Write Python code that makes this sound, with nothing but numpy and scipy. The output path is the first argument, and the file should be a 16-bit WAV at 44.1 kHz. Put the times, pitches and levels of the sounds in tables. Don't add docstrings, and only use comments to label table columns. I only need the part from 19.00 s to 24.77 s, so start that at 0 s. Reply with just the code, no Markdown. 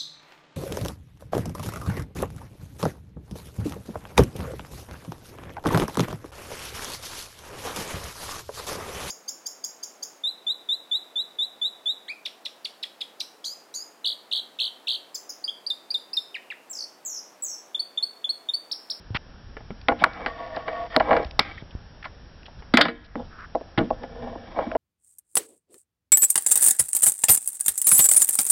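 import sys
import numpy as np
from scipy import signal
from scipy.io import wavfile
from scipy.ndimage import uniform_filter1d

SR = 44100
rng = np.random.default_rng(int(sys.argv[2]) if len(sys.argv) > 2 else 0)


def generate_wav(sig):
    pcm = np.round(np.clip(np.atleast_2d(sig).T, -1, 1) * 32767).astype(np.int16)
    wavfile.write(sys.argv[1], SR, pcm)


N = 254456


def amp(db):
    return 10 ** (np.asarray(db) / 20)


def evened(x):
    return x / np.sqrt(np.mean(x ** 2) + 1e-20)


def read(points, hz):
    f, value = np.transpose(points)
    return np.interp(np.log(hz + 1), np.log(f + 1), value)


def add(mix, s, sound):
    part = mix[round(s * SR):][:len(sound)]
    part += sound[:len(part)]


def wander(size, span):
    noise = rng.standard_normal(size)
    return evened(uniform_filter1d(uniform_filter1d(noise, span), span))


def ring(hz, db, t60, size=6000):
    t = np.arange(size) / SR
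    sign = (-1.) ** np.arange(len(hz))
    decay = amp(db[:, None] - 60 * t / t60[:, None])
    return sign @ (decay * np.sin(2 * np.pi * hz[:, None] * t))


# pitch in Hz, t60 in seconds before damping, then relative level in dB when struck,
# under a sliding puck, under a sweep and under a drag.
MODES_BOOM = [(186, 0.16, -12, -22, -4.5, -11), (240.3, 0.22, -5, -3.5, -5.5, 23.5),
              (300.3, 0.17, -3, -1.5, -1.5, -15), (341.2, 0.16, -6.5, -4.5, -4, -2)]
MODES_KNOCK = [(463.6, 0.14, 1.5, -10, -7, 7), (521, 0.13, 1, -7, -1.5, 7), (637, 0.098, 6, 0, -1, 3),
               (692.5, 0.12, 3.5, 2, -0.5, 4), (802, 0.066, 6, -5.5, 4, 4),
               (955.6, .12, -2.5, -10.5, -6.5, -4), (1031, 0.053, 3.5, -35, 0, -2.5),
               (1122, 0.084, -0.5, -1, -6.5, -30)]
MODES_CLACK = [(1264, 0.021, 2, -2, 4.5, -5.5), (1448, 0.054, -3.5, 2.5, -19, -10.5),
               (1597, 0.039, -3.5, -3, 0, -11), (1766, 0.071, -11, 3.5, -40, -7.5),
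               (1855, 0.063, -10, 7, -16.5, -12), (2045, 0.014, 4, 9.5, 3.5, -9.5),
               (2310, 0.026, -6, -3, -3, -13), (2263, 0.065, -11, -4.5, -0.5, -13.5),
               (2620, 0.0091, -6, 5.5, -4, -11), (2904, 0.035, -11, -2.5, -12, -14)]
MODES_TICK = [(3135, 0.019, 0, 7.9, -0.36, 4.5), (3540, 0.01, 4, 11.7, 4.1, 8),
              (3956, 0.011, 1.5, 3.8, -1.5, -8), (4570, 0.0063, 3, 11.6, 0.65, 1),
              (5070, 0.0033, -11.5, 8.5, 0, 8.5)]
BODY = [MODES_BOOM, MODES_KNOCK, MODES_CLACK, MODES_TICK]
# start in seconds, knock level in dB before a common trim, boom in dB
# re knock, clack (brightness) in dB re knock, centre of the knock in Hz, damping factor.
BLOWS = [(0.568, -34, -34, -0.5, 476, 2.1), (0.606, -42.5, -5, -6, 685, 2.4),
         (0.705, -35.5, 11, 0, 756, 5.5), (0.884, -12, -9, -5.5, 695, 0.32),
         (0.919, -17.5, -9, -11, 781, 1.4), (1.038, -12, -17.5, -4.5, 1160, 0.76),
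         (1.06, -25.5, -9, -6, 633, 1), (1.261, -22.5, -10, 1.5, 694, 0.99),
         (1.567, -24, -13, -7, 660, 1.1), (1.68, -22, -25, -3, 687, 0.5),
         (1.962, -12.5, -5, -9.5, 800, 0.94), (1.97, -13.5, -14, -27, 660, 0.69),
         (2.003, -10, -20, -9, 950, 0.78), (2.109, -10.5, -17, -6.5, 930, 1.05),
         (2.129, -13, -22, -5.5, 641, 0.81), (2.165, -16, -17, -4.5, 460, .79),
         (2.198, -17.5, -22, -33, 470, 0.72), (2.225, -25.5, -25, -31, 496, 0.77),
         (2.392, -17.5, -7.5, 5.5, 840, 2.8), (3.054, -32, -25, 0.5, 1030, 1.14),
         (3.483, -39, -30, -21, 856, 2.5), (3.623, -43.5, -25, -1, 487, 3.8),
         (3.738, -21.5, 6, 7.5, 780, 0.33), (3.772, -17, -3.5, 8, 1110, 1.37),
         (3.784, -12.5, -13.5, -3.5, 630, .64), (3.811, -15, -27, 11, 616, 0.46),
         (3.853, -15, -8, 4.5, 1100, 0.79), (3.883, -17, 0, 3.5, 452, 0.25),
         (4.155, -22.5, -1, -14, 540, 2.7), (4.55, -14.5, -12.5, -24.5, 647, 0.69),
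         (4.611, -31, -11.5, -33.5, 510, 1.9), (4.776, -20, 5.5, -1, 966, 0.47),
         (4.787, -19, -1, -5.5, 575, 0.28), (4.809, -28.5, 7.5, -16, 446, 0.35),
         (4.905, -14, -13.5, -30, 684, 0.64), (5.036, -27, -12, -12.5, 466, 1.3),
         (5.269, -29.5, -16, -28, 770, 0.36), (5.326, -33, -29, -21, 643, 0.59),
         (5.354, -30.5, -3.5, -37, 662, 1), (5.589, -15.5, -21, -13, 743, 1.7),
         (5.607, -26, -30, -10.5, 634, 0.53), (5.665, -33.5, 10, -11, 625, 0.64),
         (5.714, -25, -14, -22, 543, 0.23), (5.751, -12.5, -16, -20.5, 643, 0.6)]
RATTLE_LASTING = [1.45, 1.35, 1.77, 2.4]
CONTACT_MS = 5.8
LONGER_PER_DB = 0.03
TICK_DB, TICK_PER_CLACK = -13, 1.98


def blow(knock_db, boom_db, clack_db, knock_hz, damping):
    t_ms = np.arange(2000) / SR * 1000
    grit = rng.standard_normal(2000)
    tick_db = TICK_DB + TICK_PER_CLACK * clack_db
    group_db = knock_db + np.array([boom_db, 0, clack_db, tick_db])
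    out = 0
    for modes, db, lasting in zip(BODY, group_db, RATTLE_LASTING):
        contact_ms = max(CONTACT_MS * 2 ** (LONGER_PER_DB * clack_db) * lasting, .3)
        rattle = (1 - np.exp(-t_ms / 0.52)) * np.exp(-t_ms / contact_ms) * grit
        rattle[20] += 16.
        hz, t60, mode_db = np.transpose(modes)[:3]
        if modes is MODES_KNOCK:
            spot_db = -14 * np.log2(hz / knock_hz) ** 2
        else:
            spot_db = 0.99 * rng.standard_normal(len(hz))
        damped_t60 = 0.42 * t60 / max(damping, .1)
        sound = signal.fftconvolve(rattle, ring(hz, mode_db + spot_db, damped_t60))
        peak = np.sqrt(abs(uniform_filter1d(sound ** 2, size=250)).max())
        out = out + amp(db - 2.5) * sound / peak
    return out


# time in seconds, knock level in dB (how hard they rub).
SLIDES = [
    [(0.97, -71), (1.014, -37), (1.032, -23)],
    [(1.07, -40.5), (1.134, -48.5), (1.188, -40.5), (1.256, -34.5)],
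    [(1.28, -28.5), (1.322, -43), (1.42, -35), (1.504, -38.5), (1.558, -35), (1.654, -40.5), (1.694, -31),
     (1.858, -34.5), (1.9, -62)],
    [(1.9, -52), (1.96, -27)],
    [(2.02, -28), (2.042, -39), (2.098, -23), (2.12, -18), (2.19, -25), (2.234, -34.5), (2.3, -76)],
    [(2.405, -42), (2.453, -53), (2.521, -45.5), (2.531, -67), (2.62, -66)],
    [(3.79, -40), (3.81, -14)],
    [(3.825, -42), (3.86, -22.5), (3.89, -34), (3.93, -56), (4.04, -80)],
    [(4.165, -36), (4.189, -38), (4.201, -30), (4.267, -65)],
    [(4.8, -26), (4.816, -29), (4.878, -58), (4.9, -56)],
    [(4.925, -41.5), (4.981, -62.5), (5.039, -35), (5.071, -48), (5.267, -35.5), (5.367, -44),
     (5.45, -47.5)],
    [(5.45, -52), (5.554, -43.5), (5.575, -26), (5.62, -29), (5.652, -40.5), (5.686, -44), (5.745, -41)],
]
CONTACT = [1, 1, 0, 0, 1, 1, 1, 1, 2, 2, 2, 1]
# damping factor of the pressed blade, then boom, clack and tick levels
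# in dB when the knock is at MEDIUM_DB.
STROKES = [(2.7, -42, -43, -53), (1.4, -49, -43.5, -58), (0.73, -56, -48.5, -58), (2.5, -60, -42, -51),
           (1.3, -44.5, -44.5, -56.5), (1.2, -46.5, -39, -49), (5.8, -38, -31, -49),
           (2.6, -30, -36.5, -43.5), (2.8, -40, -73, -61.5), (8, -31, -69, -59), (1.56, -45, -54.5, -62.5),
           (1.85, -47, -50, -58)]
FOLLOW = [0.56, 0.53, 0.29]
MEDIUM_DB = -40


def slide(rows, contact, pressure, *medium_db):
    s, knock_db = np.transpose(rows)
    swings_db = np.outer(FOLLOW, knock_db - MEDIUM_DB)
    boom_db, clack_db, tick_db = swings_db + np.array(medium_db)[:, None]
    t = np.arange(s[0] - .05, s[-1], 1 / SR)
    size = len(t)
    clumps = amp(0.92 * wander(SR, span=500)[:size] + 2.9 * wander(SR, span=60)[:size])
    out = 0
    for modes, db in zip(BODY, [boom_db, knock_db, clack_db, tick_db]):
        table = np.transpose(modes)
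        slips = rng.standard_normal(SR)[:size] * clumps
        ringing = ring(table[0], table[3 + contact], table[1] / max(pressure, .3))
        sound = signal.fftconvolve(slips, ringing)[:size]
        out = out + amp(np.interp(t, s, db)) * evened(sound)
    to_edge = np.minimum(t - s[0], s[-1] - t)
    return t[0], out * np.clip(to_edge / 0.0031 + .5, 0, 1)


def snap(peak_db, *shape):
    burst = swish(0, *shape)
    return amp(peak_db) * burst / abs(burst).max()


# start in seconds, peak in dB, length in ms, centre in Hz, half width in octaves.
CRACKS = [(0.8843, -5, 2.3, 2480, 0.52), (1.039, 0.4, 5.57, 1446, 0.4), (1.262, -14.5, 1.8, 1940, 0.41),
          (1.9635, -1.3, 1.8, 1440, .86), (2.3926, -.3, 4.6, 2400, 1.1), (1.999, -16.5, 2.7, 1770, 0.38),
          (3.771, -2, 6.2, 1970, 0.65), (3.8125, 2.5, 6, 2135, 1), (4.155, -21, 2.4, 1175, 0.28),
          (4.779, -18, 12, 2720, 0.42), (5.715, -21.5, 2.9, 1700, 0.19)]


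def crack(peak_db, ms, hz, octaves):
    return snap(peak_db, ms, hz, octaves)


# start in seconds, peak in dB.
TICKS = [(0.814, -35.5), (1.1336, -36), (1.5628, -29), (2.167, -27), (2.229, -36), (2.2472, -27),
         (2.2674, -40), (2.31, -27.5), (3.431, -36.5), (3.463, -35), (4.406, -42.5), (4.553, -41.5),
         (4.9028, -35.5), (5.033, -37.5)]


def grit_tick(peak_db):
    return snap(peak_db, 3.6, 2850, 1)


# pitch in Hz, relative level in dB, t60 in seconds.
SHAFT = [(296, 0, .36), (449, -9, .22), (581, -9, .33), (1044, -11, .4), (1685, -9, .55), (1890, -12, .5),
         (2579, -21, .45), (3435, -25, .35)]
# start in seconds, level in dB.
SHAFT_BLOWS = [(3.811, -16.5), (4.776, -47)]


def shaft(db):
    return amp(db) * ring(*np.transpose(SHAFT), size=SR // 2)


# start in seconds, level in dB before a common trim, settled pitch in Hz, t60 in seconds.
THUDS = [(0.105, -25.5, 101.5, 0.17), (0.149, -17, 93, 0.035), (2.254, -25.5, 57, 0.13),
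         (2.624, -25, 113, 0.028), (2.751, -20.5, 63.5, 0.052), (3.74, -6, 238, 0.066),
         (4.778, -18, 120.5, 0.13), (4.827, -28, 198, 0.049)]


def thud(db, hz, t60):
    t = np.arange(8000) / SR
    turns = hz * (t + 0.0036 * (1 - np.exp(-t / 0.00067)))
    onset = 1 - np.exp(-t / 0.00071)
    return amp(db + 1.5 - 60 * t / t60) * np.sin(2 * np.pi * turns) * onset


# start in seconds, rms in dB before the taper, length in ms, centre in Hz, half width in octaves.
SWISHES = [(0.144, -27, 31.3, 1550, 0.8), (.985, -46.5, 49, 2940, 0.34), (2.408, -42.5, 86, 2160, 0.11),
           (2.576, -40, 11.3, 1930, 0.2), (2.706, -53, 12, 2960, 0.22), (3.027, -39.5, 7.2, 1770, 0.46),
           (3.041, -37.5, 18, 1640, 0.6), (3.454, -48, 21, 3020, 0.17), (3.588, -57.5, 19.7, 2500, 1.2),
           (4.039, -48.5, 30, 3500, 0.54), (4.3, -50.5, 120, 1400, 0.31), (4.38, -43, 87, 1390, 0.27)]


def swish(db, ms, hz, octaves):
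    size = round(ms * SR / 1000)
    crackle = amp(1.1 * wander(9000, span=30)[:size])
    grains = rng.standard_normal(9000)[:size] * crackle
    edges_hz = np.clip(hz * 2. ** np.array([-octaves, octaves]), 50, 9000)
    band = signal.butter(2, edges_hz, "band", fs=SR)
    return amp(db) * evened(signal.lfilter(*band, grains)) * signal.windows.tukey(size, .3)


# pitch in Hz, t60 in seconds.
YARD = [(100, 0.45), (500, 1), (2000, 0.8), (5000, 0.29)]


def yard(x):
    hz, t, z = signal.stft(rng.standard_normal(SR // 2), SR, nperseg=256)
    decay = amp(-60 * t / read(YARD, hz)[:, None])
    tail = signal.istft(z * decay * (t > .012), SR, nperseg=256)[1]
    return signal.fftconvolve(x, tail / np.linalg.norm(tail))[:N]


def shaped(colour, size, patchy_db):
    frames, hz = N // (size // 4) + 5, np.fft.rfftfreq(size, 1 / SR)
    a, b, patches = rng.standard_normal((frames, len(hz), 3)).T
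    patches = uniform_filter1d(patches, size=12, axis=0)
    patches = evened(uniform_filter1d(patches, size=10, axis=1))
    z = (a + 1j * b) * amp(read(colour, hz)[:, None] + patchy_db * patches)
    return evened(signal.istft(z, nperseg=size, noverlap=size - size // 4)[1][:N])


# time in seconds, level in dB before a small random drift.
WIND = [(0.0, -49), (0.67, -46), (0.8, -46), (1.67, -48.5), (2.15, -43.5), (3.41, -49), (3.68, -46.5),
        (3.94, -40.5), (4.68, -50.5), (4.93, -40), (5.45, -47), (5.77, -45)]
# pitch in Hz, relative level in dB.
WIND_COLOUR = [(10, -30.5), (25, -1.5), (50, -6), (90, -9), (150, -17), (300, -27.5), (500, -71.5)]


def wind():
    t = np.arange(N) / SR
    gusts_db = np.interp(t, *np.transpose(WIND)) + 1.5 * wander(N, span=2000)
    return amp(gusts_db) * shaped(WIND_COLOUR, size=4096, patchy_db=0.5)


# pitch in Hz, relative level in dB per Hz.
AIR = [(88, -36), (150, 1.5), (280, -7), (343, -7.5), (761, -9.5), (1160, -14), (1740, -10.5), (2010, -21),
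       (3200, -19), (3980, -22.5), (4800, -26), (5600, -24), (6300, -54.5)]


def far_hiss():
    return amp(-53) * shaped(AIR, size=1024, patchy_db=-0.56)


# pitch in Hz, rms in dB, phase slip in radians.
WHINE = [(4915, -71, 0), (5416, -68, 2.2), (5609, -70, -2.2), (6110, -100, 0)]


def whine():
    t = np.arange(N) / SR
    picture = uniform_filter1d((t * 29.97 + .6) % 1, size=70)
    return sum(np.sqrt(2) * amp(db) * np.sin(2 * np.pi * hz * t + slip * picture)
               for hz, db, slip in WHINE)


def scene():
    hits, rest = np.zeros(N), np.zeros(N)
    for s, *row in BLOWS:
        add(hits, s, blow(*row))
    for s, *row in CRACKS:
        add(hits, s, crack(*row))
    for s, peak_db in TICKS:
        add(hits, s, grit_tick(peak_db))
    for rows, contact, stroke in zip(SLIDES, CONTACT, STROKES):
        add(rest, *slide(rows, contact, *stroke))
    for s, db in SHAFT_BLOWS:
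        add(rest, s, shaft(db))
    for s, *row in THUDS:
        add(rest, s, thud(*row))
    for s, *row in SWISHES:
        add(rest, s, swish(*row))
    return (hits + amp(-28.5) * yard(hits) + rest + wind() + far_hiss())[None]


def low_pass(x, taps, hz):
    return signal.oaconvolve(x, signal.firwin(taps, hz, window=("kaiser", 9), fs=SR)[None], "same")


def smooth(x, samples):
    return signal.lfilter([1 / samples], [1, 1 / samples - 1], x)


def record(dry):
    ceiling = .72
    narrow = low_pass(dry, 201, 5600) + whine()
    held = np.clip(narrow[0], -ceiling, ceiling)
    power_db = 10 * np.log10(smooth(held ** 2, 4400) + 1e-12)
    cut_db = 12.5 * np.clip((power_db + 18) / 1.5, 0, 1)
    fall = np.arange(N) * 55. / SR
    cut_db = np.maximum.accumulate(cut_db + fall) - fall
    cut_db = smooth(cut_db, 2200)
    clipped = np.clip(narrow / amp(cut_db), -ceiling, ceiling)
    return low_pass(clipped, 511, 16300)


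dry = scene()
out = record(dry)
generate_wav(out)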